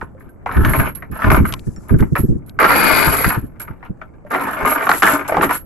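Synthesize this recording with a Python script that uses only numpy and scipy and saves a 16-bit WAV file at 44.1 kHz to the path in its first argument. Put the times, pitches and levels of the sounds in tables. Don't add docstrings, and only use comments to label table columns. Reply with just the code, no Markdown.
import sys
import numpy as np
from scipy import signal
from scipy.fft import rfft, irfft
from scipy.io import wavfile
from scipy.ndimage import uniform_filter1d

SR = 44100
rng = np.random.default_rng(int(sys.argv[2]) if len(sys.argv) > 2 else 0)


def transcribe(u):
    v = np.clip(np.atleast_2d(u).T, -1, 1)
    q = np.round(v * 32767).astype(np.int16)
    wavfile.write(sys.argv[1], SR, q)


N = 249253
TIME = np.arange(N) / SR
RING_TIME = TIME[:SR // 4]
RING_HZ = np.fft.rfftfreq(len(RING_TIME), 1 / SR)

# start_s, level_db, pitch_hz
KNOCKS = [(0.013, -24, 1340), (0.178, -61, 1900), (0.207, -49, 1878), (0.461, -16, 940), (0.492, -22, 1174),
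          (0.514, -23, 1280), (0.569, -20.5, 1630), (0.649, -10, 1890), (0.7352, -13, 1600),
          (0.798, -14, 1870), (1.0234, -28.5, 1567), (1.2205, -17, 1365), (1.2427, -11.5, 1270),
          (1.3021, -9, 1600), (1.315, -6.5, 1020), (1.345, -11.5, 1072), (1.4522, -19.5, 1414),
          (1.763, -53, 1700), (1.894, -29.5, 1410), (1.94, -34, 1497), (2.024, -25, 875),
          (2.1542, -13.5, 1400), (2.5894, -7.5, 1330), (2.627, -16, 1323), (2.6434, -8, 1562),
          (2.705, -7.5, 1330), (3.1403, -15.5, 1300), (3.244, -6.5, 1500), (3.3048, -14, 1512),
          (3.6021, -33, 1620), (3.6792, -34, 1535), (3.8278, -36, 1653), (4.0149, -28.5, 1258),
          (4.3476, -10.5, 1211), (4.6492, -10, 981), (4.7604, -18, 1071), (4.869, -10, 1259),
          (4.8921, -3.5, 1360), (4.915, -3.5, 1431), (4.932, -18.5, 1283), (5.022, -6, 1480),
          (5.031, -2, 1431), (5.065, -9, 1640), (5.075, -7.5, 1641), (5.126, -17, 1700), (5.285, -24, 930),
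          (5.293, -16.5, 620), (5.3221, -14.5, 624), (5.345, -15, 650), (5.3688, -8.5, 769),
          (5.411, -10.5, 1301), (5.428, -8, 1159), (5.44, -13.5, 940), (5.493, -17, 1270),
          (5.51, -10, 1134)]
# start_s, length_s, first_level_db, last_level_db
SLIDES = [(0.479, 0.18, -31, -27), (0.642, 0.22, -22.5, -23.5), (0.951, 0.095, -49, -46),
          (1.109, 0.057, -41.5, -31.5), (1.18, 0.096, -26, -20), (1.297, 0.079, -21, -17),
          (1.436, 0.091, -26.5, -35), (1.886, 0.05, -31, -49), (1.985, 0.03, -21, -50),
          (2.154, 0.02, -6, -30.5), (2.589, 0.13, -11, -11), (2.739, 0.41, -15, -17),
          (3.19, 0.15, -24.5, -21), (3.601, 0.11, -37.5, -47), (3.826, 0.025, -45.5, -37.5),
          (4.25, 0.029, -44.5, -40), (4.3, 0.35, -19, -23.5), (4.648, 0.2, -16, -23),
          (4.872, 0.072, -28, -18), (5.022, 0.17, -13, -22), (5.239, 0.1437, -34.5, -22),
          (5.407, 0.034, -18.5, -17), (5.487, 0.047, -18.5, -23)]
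# frequency_hz, density_db
DECK_COLOUR = [(100, -14), (270, -1.5), (400, 2), (520, -2), (780, 0), (1050, 1), (1350, 3), (2000, -3),
               (2500, -10), (3100, -20), (4500, -38), (6000, -32.5), (10000, -39), (15000, -71)]
# frequency_hz, level_db, t60_s
HULL_PANELS = [(280, -17.5, 0.23), (680, -17, 0.053), (803, -22.5, 0.047), (930, -17, 0.11),
               (1055, -20, 0.12), (1240, -15, 0.069), (1330, -20, 0.17), (1490, -16.5, 0.039),
               (1851, -11, 0.027), (1993, -15.5, 0.08), (2357, -16.5, 0.08)]
# time_s, pitch_hz, level_db
SCUFF = [(5.26, 650, -61), (5.29, 601.7, -29.5), (5.38, 398.3, -20.5), (5.46, 214, -21.5),
         (5.52, 190.8, -61)]
# start_s, level_db, length_s
SHAKES = [(0.004, -61.5, 0.026), (0.198, -55.5, 0.017), (0.22, -56, 0.0062), (0.292, -53, 0.0052),
          (0.524, -35.5, 0.14), (0.652, -24, 0.17), (0.847, -35, 0.05), (0.95, -27.5, 0.0048),
          (1.114, -37.5, 0.06), (1.22, -40, 0.046), (1.305, -23.5, 0.058), (1.455, -28.5, 0.037),
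          (1.884, -40.5, 0.025), (1.986, -36.5, 0.017), (2.156, -37.5, 0.02), (2.179, -27, 0.022),
          (2.463, -45.5, 0.017), (2.601, -19.5, 0.69), (3.452, -51.5, 0.012), (3.5976, -28, 0.018),
          (4.304, -41, 0.022), (4.335, -43, 0.018), (4.41, -33, 0.032), (4.511, -32.5, 0.031),
          (4.655, -22, 0.085), (4.82, -31.5, 0.04), (4.895, -23, 0.097), (5.026, -21, 0.11),
          (5.2788, -28, 0.014), (5.42, -23.5, 0.025), (5.508, -24.5, 0.06)]
# frequency_hz, level_db, t60_s, side_db
LINK_MODES = [(4200, -22, .05, 1), (7200, -12, .04, 26.5), (7600, -29, .04, 21.5),
              (11270, -2.5, 0.043, -14), (11030, -1, 0.089, 15), (11540, -4.5, 0.16, 0.5),
              (12200, -13, 0.14, 2.5)]
# frequency_hz, density_db
SCRAPE_COLOUR = [(2500, 11.5), (4500, 3.5), (6200, 4), (7600, 13), (9500, 2), (11200, 13), (12800, 0.5),
                 (14000, -6.5), (15500, -30)]
# frequency_hz, side_db
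SCRAPE_SIDE = [(4500, 18), (7300, 34), (9000, 38), (10500, 11), (14000, 1)]
# start_s, level_db
SNAPS = [(1.5247, -18), (1.5387, -13), (1.5945, -30.5), (2.0062, -27.5), (2.495, -31.5)]
# frequency_hz, density_db
SNAP_COLOUR = [(500, -34), (1100, -0.5), (2000, -1.5), (3200, 6.5), (5000, -3.5), (9000, -7.5),
               (15000, -14)]
# frequency_hz, density_db
HISS_COLOUR = [(3000, -21), (5500, -6), (7600, 0), (9000, -10), (11000, -1), (15000, -29)]
# time_s, level_db
RUN = [(2.58, -91), (2.6, -28.5), (2.75, -21), (2.8, -17.5), (2.93, -15), (3.05, -17), (3.09, -25),
       (3.3, -27.5), (3.48, -83)]
# frequency_hz, density_db
EDGE_COLOUR = [(120, -10), (320, 3.5), (550, -16.5), (800, -11), (1100, -35), (1480, 1), (1750, -7),
               (2100, 0.5), (2500, -3.5), (3100, -23), (3900, -15.5), (4600, -13), (5400, -21.5),
               (6500, -39), (15000, -51.5)]
# start_s, pitch_hz, level_db, t60_s
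PINGS = [(0.028, 394, -20.5, 0.019), (0.15, 525, -39.5, 0.099), (0.291, 1550, -47, 0.062),
         (1.538, 1050, -24.5, 0.033), (1.762, 5530, -47, 0.086), (1.762, 7230, -45, 0.055),
         (4.25, 592, -35, 0.12), (5.09, 1336, -15, 0.18), (5.135, 285.9, -20, 0.28),
         (5.322, 648, -11, 0.039), (5.344, 680, -14, 0.05), (5.369, 620, -10, 0.019),
         (5.379, 170.5, -23, 0.25), (5.383, 833, -14.5, 0.064), (5.457, 280, -20, 0.11)]
# time_s, rattle_side_db, jingle_side_db
PLACE = [(0.0, -2.5, 13), (0.35, 1.5, -24), (1.45, 1, -17), (1.95, 1.5, -12), (2.58, -2.5, -17.5),
         (2.76, 3.5, -9.5), (2.96, 9.5, -7), (3.33, 4, -12), (4.67, 0.5, -11.5), (5.2, 1, -0.5),
         (5.65, 1.5, -11)]
# time_s, level_db
BREEZE = [(0.0, -42), (0.35, -48), (0.6, -26), (1.0, -39.5), (1.3, -38), (1.8, -39), (2.52, -39),
          (2.64, -30), (3.2, -29), (3.6, -42), (4.25, -46), (4.6, -41), (5.65, -40.5)]
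# start_s, length_s, level_db
GUSTS = [(0.021, 0.014, -27), (0.262, 0.016, -36.5), (0.559, 0.059, -12), (0.625, 0.1, -15.5),
         (0.775, 0.037, -12.5), (0.84, 0.033, -24), (1.097, 0.04, -27.5), (1.241, 0.11, -12.5),
         (1.37, 0.067, -11.5), (1.552, 0.03, -38), (1.667, 0.022, -19), (1.771, 0.015, -30),
         (1.906, 0.058, -9), (1.999, 0.034, -9), (2.117, 0.015, -13.5), (2.184, 0.024, -15),
         (2.233, 0.011, -8.5), (2.282, 0.047, -14), (2.348, 0.016, -17.5), (2.924, 0.011, -19),
         (3.066, 0.038, -18.5), (3.257, 0.025, -16), (3.366, 0.019, -17), (3.426, 0.02, -23.5),
         (3.698, 0.013, -28), (3.896, 0.011, -20.5), (4.622, 0.023, -22.5), (5.38, 0.0972, -33.5)]
# frequency_hz, density_db
WIND_COLOUR = [(20, -5.5), (50, -0.5), (120, -2.5), (220, -7), (350, -12.5), (480, -24.5), (700, -53.5),
               (1500, -66.5), (15000, -130)]
# frequency_hz, density_db
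HARBOUR_COLOUR = [(30, 7.5), (120, 4.5), (300, -2), (700, -8.5), (1500, -21.5), (2200, -33.5),
                  (3500, -58.5), (8000, -42.5), (15000, -70.5)]

SLIDE_ATTACK_S, SLIDE_T60_S = 0.01, 0.12
SLIDE_COAST = 0.25
SETTLE_DB, SETTLE_LENGTHS = -17, 1.6
SLACK_DB, SLACK_WANDER_DB = -61, 5
LURCH_DB, LURCHES_PER_S = 2.0, 45
CHATTER_DB, CHATTER_S, CHATTER_T60_S = -15, 0.012, 0.1
SLIDE_JINGLE_DB = -20
SHAKE_BUILD = 0.23
SHAKE_T60_S, SHAKE_COAST = 0.09, 0.25
SWING_DB, SWING_T60_S = -32, 0.2
HISS_START_S, HISS_LENGTH_S, HISS_DB = 1.4, 1, -62.5
GUST_ATTACK_S, GUST_T60_S = 0.0072, 0.066
WAKE_DB, WAKE_LENGTHS = -9, 6.9
CUTOFF_HZ = 15200


def knocks(spots, knock_db, boom_db, typical_gap_s, rebound_db, hardening, drying):
    s, level_db, hz = np.transpose(KNOCKS)
    size = from_db(level_db + knock_db)
    second_s = s + typical_gap_s * rng.uniform(0.614, 1.474, len(s))
    excess_db = level_db - level_db.mean()
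    hard_db = hardening * excess_db
    both_s = np.r_[s, second_s]
    both_sizes = np.r_[size, size * from_db(rebound_db)]
    both_hard_db = np.r_[hard_db + 4, hard_db]
    crack = contact_force(both_s, both_sizes, np.r_[hz, hz],
                          focus_db=21, focus_octaves=0.87, scatter_db=2.5, hard_db=both_hard_db)
    push_size = size * from_db(-drying * excess_db)
    push = contact_force(s, push_size, hz, focus_db=7.0, focus_octaves=0.64, scatter_db=4, hard_db=hard_db)
    return crack + from_db(boom_db) * shake_hull(push, spots)


def rattle(slide, spots, drag_db, direct_db, usual_hz):
    s, size = contacts(to_db(slide) + drag_db, busy_per_s=600, spread_db=3.5)
    hz = usual_hz * 2 ** rng.normal(0, 0.25, len(s))
    hard_db = rng.normal(0.6, 1.6, len(s))
    force = contact_force(s, size, hz, focus_db=8.5, focus_octaves=0.11, scatter_db=4.5, hard_db=hard_db)
    return from_db(direct_db) * force + shake_hull(force, spots)


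def sliding():
    power = from_db(SLACK_DB + SLACK_WANDER_DB * wander(per_s=25)) ** 2
    for s, length, first_db, last_db in SLIDES:
        pace = from_db(np.interp(TIME, [s, s + length], [first_db, last_db]))
        release = SLIDE_T60_S + SLIDE_COAST * length
        power += (pace * burst(s, length, SLIDE_ATTACK_S, release, SETTLE_DB, SETTLE_LENGTHS * length)) ** 2
    knock_s, knock_db, _ = np.transpose(KNOCKS)
    chatter = np.minimum(RING_TIME / CHATTER_S, 1) * dying(CHATTER_T60_S)
    chatter_power = (chatter[None] / chatter.max()) ** 2
    power += np.abs(excite(clicks(knock_s, from_db(knock_db + CHATTER_DB) ** 2), chatter_power)[0])
    return np.sqrt(power) * from_db(LURCH_DB * wander(LURCHES_PER_S))


def contact_force(s, size, hz, focus_db, focus_octaves, scatter_db, hard_db=0):
    edges = np.geomspace(90, 15000, num=23)
    centres = np.sqrt(edges[1:] * edges[:-1])
    resonance = np.exp(-(np.log2(centres / hz[:, None]) / focus_octaves) ** 2)
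    treble = np.outer(hard_db, np.clip(np.log2(centres / 2000), 0, 1))
    scatter = scatter_db * rng.standard_normal(resonance.shape)
    gains = from_db(at_hz(DECK_COLOUR, centres) + focus_db * resonance + treble + scatter)
    energy = gains ** 2 @ np.diff(edges) * 2 / SR
    gains *= (size / np.sqrt(energy))[:, None] * rng.choice([-1, 1], gains.shape)
    flipped = rng.random(gains.shape) < np.minimum(centres / 9000, .4)
    right = gains * np.where(flipped, -1, 1)
    out = np.zeros((2, N))
    for band, left_sizes, right_sizes in zip(zip(edges, edges[1:]), gains.T, right.T):
        train = np.array([clicks(s, left_sizes), clicks(s, right_sizes)])
        sos = signal.butter(2, band, "band", fs=SR, output="sos")
        out += signal.sosfilt(sos, train + 1e-18)
    return out


def hull_boom(clack_t60, thud_t60, thud_db, panel_db):
    size = len(RING_TIME)
    out = unit_energy(stereo_noise(size, alike=0.63) * dying(clack_t60))
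    out += from_db(thud_db) * unit_energy(stereo_noise(size, alike=0.96) * dying(thud_t60))
    for hz, level_db, t60 in HULL_PANELS:
        phase = rng.normal(0, 1.0, (2, 1))
        panel = np.sin(2 * np.pi * hz * RING_TIME + phase) * dying(t60)
        out += from_db(level_db + panel_db) * unit_energy(panel)
    return unit_energy(out)


def shake_hull(force, spots, spots_per_s=9.0):
    count = len(spots)
    out = 0
    for k, boom in enumerate(spots):
        distance = np.abs((TIME * spots_per_s - k + count / 2) % count - count / 2)
        out = out + excite(force * np.sqrt(np.maximum(1 - distance, 0)), boom)
    return out


def scuff(scuff_db, focus_db):
    s, size = contacts(curve(SCUFF, TIME)[1] + scuff_db, busy_per_s=480, spread_db=5)
    during = (s > SCUFF[0][0]) & (s < SCUFF[-1][0])
    hz = curve(SCUFF, s)[0]
    return contact_force(s, size * during, hz, focus_db=focus_db, focus_octaves=1.0, scatter_db=1)


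def jingle(slide, clink_db, shake_db, count=16):
    clink_s, level_db, _ = np.transpose(SHAKES)
    shake_s, shake_size = contacts(to_db(shaking(slide)) + shake_db, busy_per_s=700, spread_db=0.5)
    s = np.r_[clink_s, shake_s]
    size = np.r_[from_db(level_db + clink_db), shake_size]
    link = rng.integers(0, count, len(s))
    out = np.zeros((2, N))
    for k in range(count):
        response = link_response(detune=0.00287, scrape_db=-2, scrape_t60=0.033)
        out += excite(clicks(s, size * (link == k)), response)
    return out


def shaking(slide):
    power = (from_db(SLIDE_JINGLE_DB) * slide) ** 2
    for s, level_db, length in SHAKES:
        release = SHAKE_T60_S + SHAKE_COAST * length
        shape = burst(s, length, SHAKE_BUILD * length, release, SWING_DB, SWING_T60_S)
        power += (from_db(level_db) * shape) ** 2
    return np.sqrt(power)


def link_response(detune, scrape_db, scrape_t60):
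    hz, level_db, t60, side_db = np.transpose(LINK_MODES)
    hz = hz * (1 + detune * rng.standard_normal(len(hz)))
    phase = rng.uniform(0, 2 * np.pi, (2, len(hz), 1))
    modes = np.sin(2 * np.pi * hz[:, None] * RING_TIME + phase) * dying(t60[:, None])
    ring = np.sum(modes * (from_db(level_db) * pan(side_db))[..., None], axis=1)
    grit = rfft(stereo_noise(len(RING_TIME), alike=0.052))
    grit = grit * from_db(at_hz(SCRAPE_COLOUR, RING_HZ)) * pan(at_hz(SCRAPE_SIDE, RING_HZ))
    scrape = irfft(grit, len(RING_TIME)) * dying(scrape_t60)
    return unit_energy(ring) + from_db(scrape_db) * scrape / np.sqrt(np.sum(scrape ** 2) / 2)


def run_over_edge(run_db, t60, side_db):
    s, size = contacts(curve(RUN, TIME)[0] + run_db, busy_per_s=500, spread_db=0.5)
    spectrum = rfft(stereo_noise(len(RING_TIME), alike=0.037)) * from_db(at_hz(EDGE_COLOUR, RING_HZ))
    tick = unit_energy(irfft(spectrum, len(RING_TIME)) * dying(t60))
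    return excite(clicks(s, size * rng.choice([-1, 1], len(s))), tick) * pan(side_db)[:, None]


def snaps(snap_db, t60):
    s, level_db = np.transpose(SNAPS)
    envelope = excite(clicks(s, from_db(level_db + snap_db)), dying(t60)[None])
    return envelope * coloured_noise(SNAP_COLOUR, alike=1.0)


def hiss(fade_s, flicker_db):
    since_start, until_end = TIME - HISS_START_S, HISS_START_S + HISS_LENGTH_S - TIME
    gate = np.clip(np.minimum(since_start, until_end) / fade_s, 0, 1)
    return gate * from_db(HISS_DB + flicker_db * wander(per_s=30)) * coloured_noise(HISS_COLOUR, alike=0.24)


def pings(ping_db):
    out = np.zeros((2, N))
    for s, hz, level_db, t60 in PINGS:
        tone = np.sin(2 * np.pi * hz * RING_TIME) * dying(t60)
        out += excite(clicks(np.array([s]), from_db([level_db + ping_db])), tone[None])
    return out


def wind(breeze_db, gust_db):
    power = from_db(curve(BREEZE, TIME)[0] + breeze_db) ** 2
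    for s, length, level_db in GUSTS:
        shape = burst(s, length, GUST_ATTACK_S, GUST_T60_S, WAKE_DB, WAKE_LENGTHS * length)
        power += (from_db(level_db + gust_db) * shape) ** 2
    return np.sqrt(power) * coloured_noise(WIND_COLOUR, alike=0.078)


def harbour(level_db):
    return from_db(level_db) * coloured_noise(HARBOUR_COLOUR, alike=0.18)


def contacts(level_db, busy_per_s, spread_db):
    per_s = busy_per_s * from_db((level_db - level_db.max()) / 4)
    at = np.flatnonzero(rng.random(N) < per_s / SR)
    sizes = from_db(spread_db * np.clip(rng.standard_normal(N)[at], -2, 2))
    sizes /= np.sqrt(uniform_filter1d(sizes ** 2, size=15))
    return at / SR, sizes * from_db(level_db[at]) * np.sqrt(SR / per_s[at])


def burst(s, length, attack, t60, tail_db, tail_t60):
    after = np.maximum(TIME - s - length, 0) * np.log(1000)
    release = np.maximum(np.exp(-after / t60), from_db(tail_db) * np.exp(-after / tail_t60))
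    return np.clip((TIME - s) / attack, 0, 1) * release


def wander(per_s):
    steps = rng.standard_normal(1000)
    return np.interp(TIME * per_s, np.arange(len(steps)), steps)


def dying(t60):
    return np.exp(-np.log(1000) * RING_TIME / t60)


def clicks(s, sizes):
    return np.bincount(np.clip(s * SR, 0, N - 1).astype(int), sizes, N)


def excite(train, response):
    return signal.oaconvolve(np.atleast_2d(train), response, axes=-1)[:, :N]


def stereo_noise(size, alike):
    shared, *own = rng.standard_normal((3, size))
    alike = np.clip(alike, 0, 1)
    return np.sqrt(alike) * shared + np.sqrt(1 - alike) * np.array(own)


def coloured_noise(spectrum, alike):
    colour = from_db(at_hz(spectrum, np.fft.rfftfreq(N, 1 / SR)))
    x = irfft(rfft(stereo_noise(N, alike)) * colour, N)
    return x / x.std()


def pan(side_db):
    gains = from_db(np.array([side_db, -side_db]) / 2)
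    return gains / np.sqrt(np.mean(gains ** 2, axis=0))


def curve(rows, s):
    times, *columns = np.transpose(rows)
    return [np.interp(s, times, c) for c in columns]


def at_hz(points, hz):
    known_hz, values = np.transpose(points)
    return np.interp(np.log(np.maximum(hz, 1)), np.log(known_hz), values)


def unit_energy(x):
    return x / np.sqrt(np.sum(x ** 2, axis=-1, keepdims=True))


def from_db(db):
    return 10 ** (np.asarray(db) / 20)


def to_db(gain):
    return 20 * np.log10(gain + 1e-9)


def scene(count=5):
    rattle_side, jingle_side = curve(PLACE, TIME)
    slide = sliding()
    spots = [hull_boom(clack_t60=0.098, thud_t60=0.021, thud_db=-7.0, panel_db=-7.5) for _ in range(count)]
    deck = knocks(spots, knock_db=19.5, boom_db=2.5, typical_gap_s=0.003043, rebound_db=-3.5,
                  hardening=0.98, drying=0.29)
    deck += rattle(slide, spots, drag_db=-1.5, direct_db=-6.5, usual_hz=1247)
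    deck += scuff(scuff_db=1, focus_db=28)
    links = jingle(slide, clink_db=23, shake_db=-1.5) * pan(jingle_side)
    taut = snaps(snap_db=-4.5, t60=0.015) + hiss(fade_s=0.015, flicker_db=4.0)
    chain = deck * pan(rattle_side) + links + taut * pan(side_db=8.5)[:, None]
    chain += run_over_edge(run_db=0.5, t60=0.031, side_db=5.5) + pings(ping_db=4.5)
    return chain + wind(breeze_db=0.5, gust_db=3.0) + harbour(level_db=-43.0)


def record(dry):
    clipped = dry / (1 + (dry / .98) ** 4) ** .25
    low_pass = signal.ellip(10, .1, 70, CUTOFF_HZ, fs=SR, output="sos")
    return signal.sosfilt(low_pass, clipped)


dry = scene()
out = record(dry)
transcribe(out)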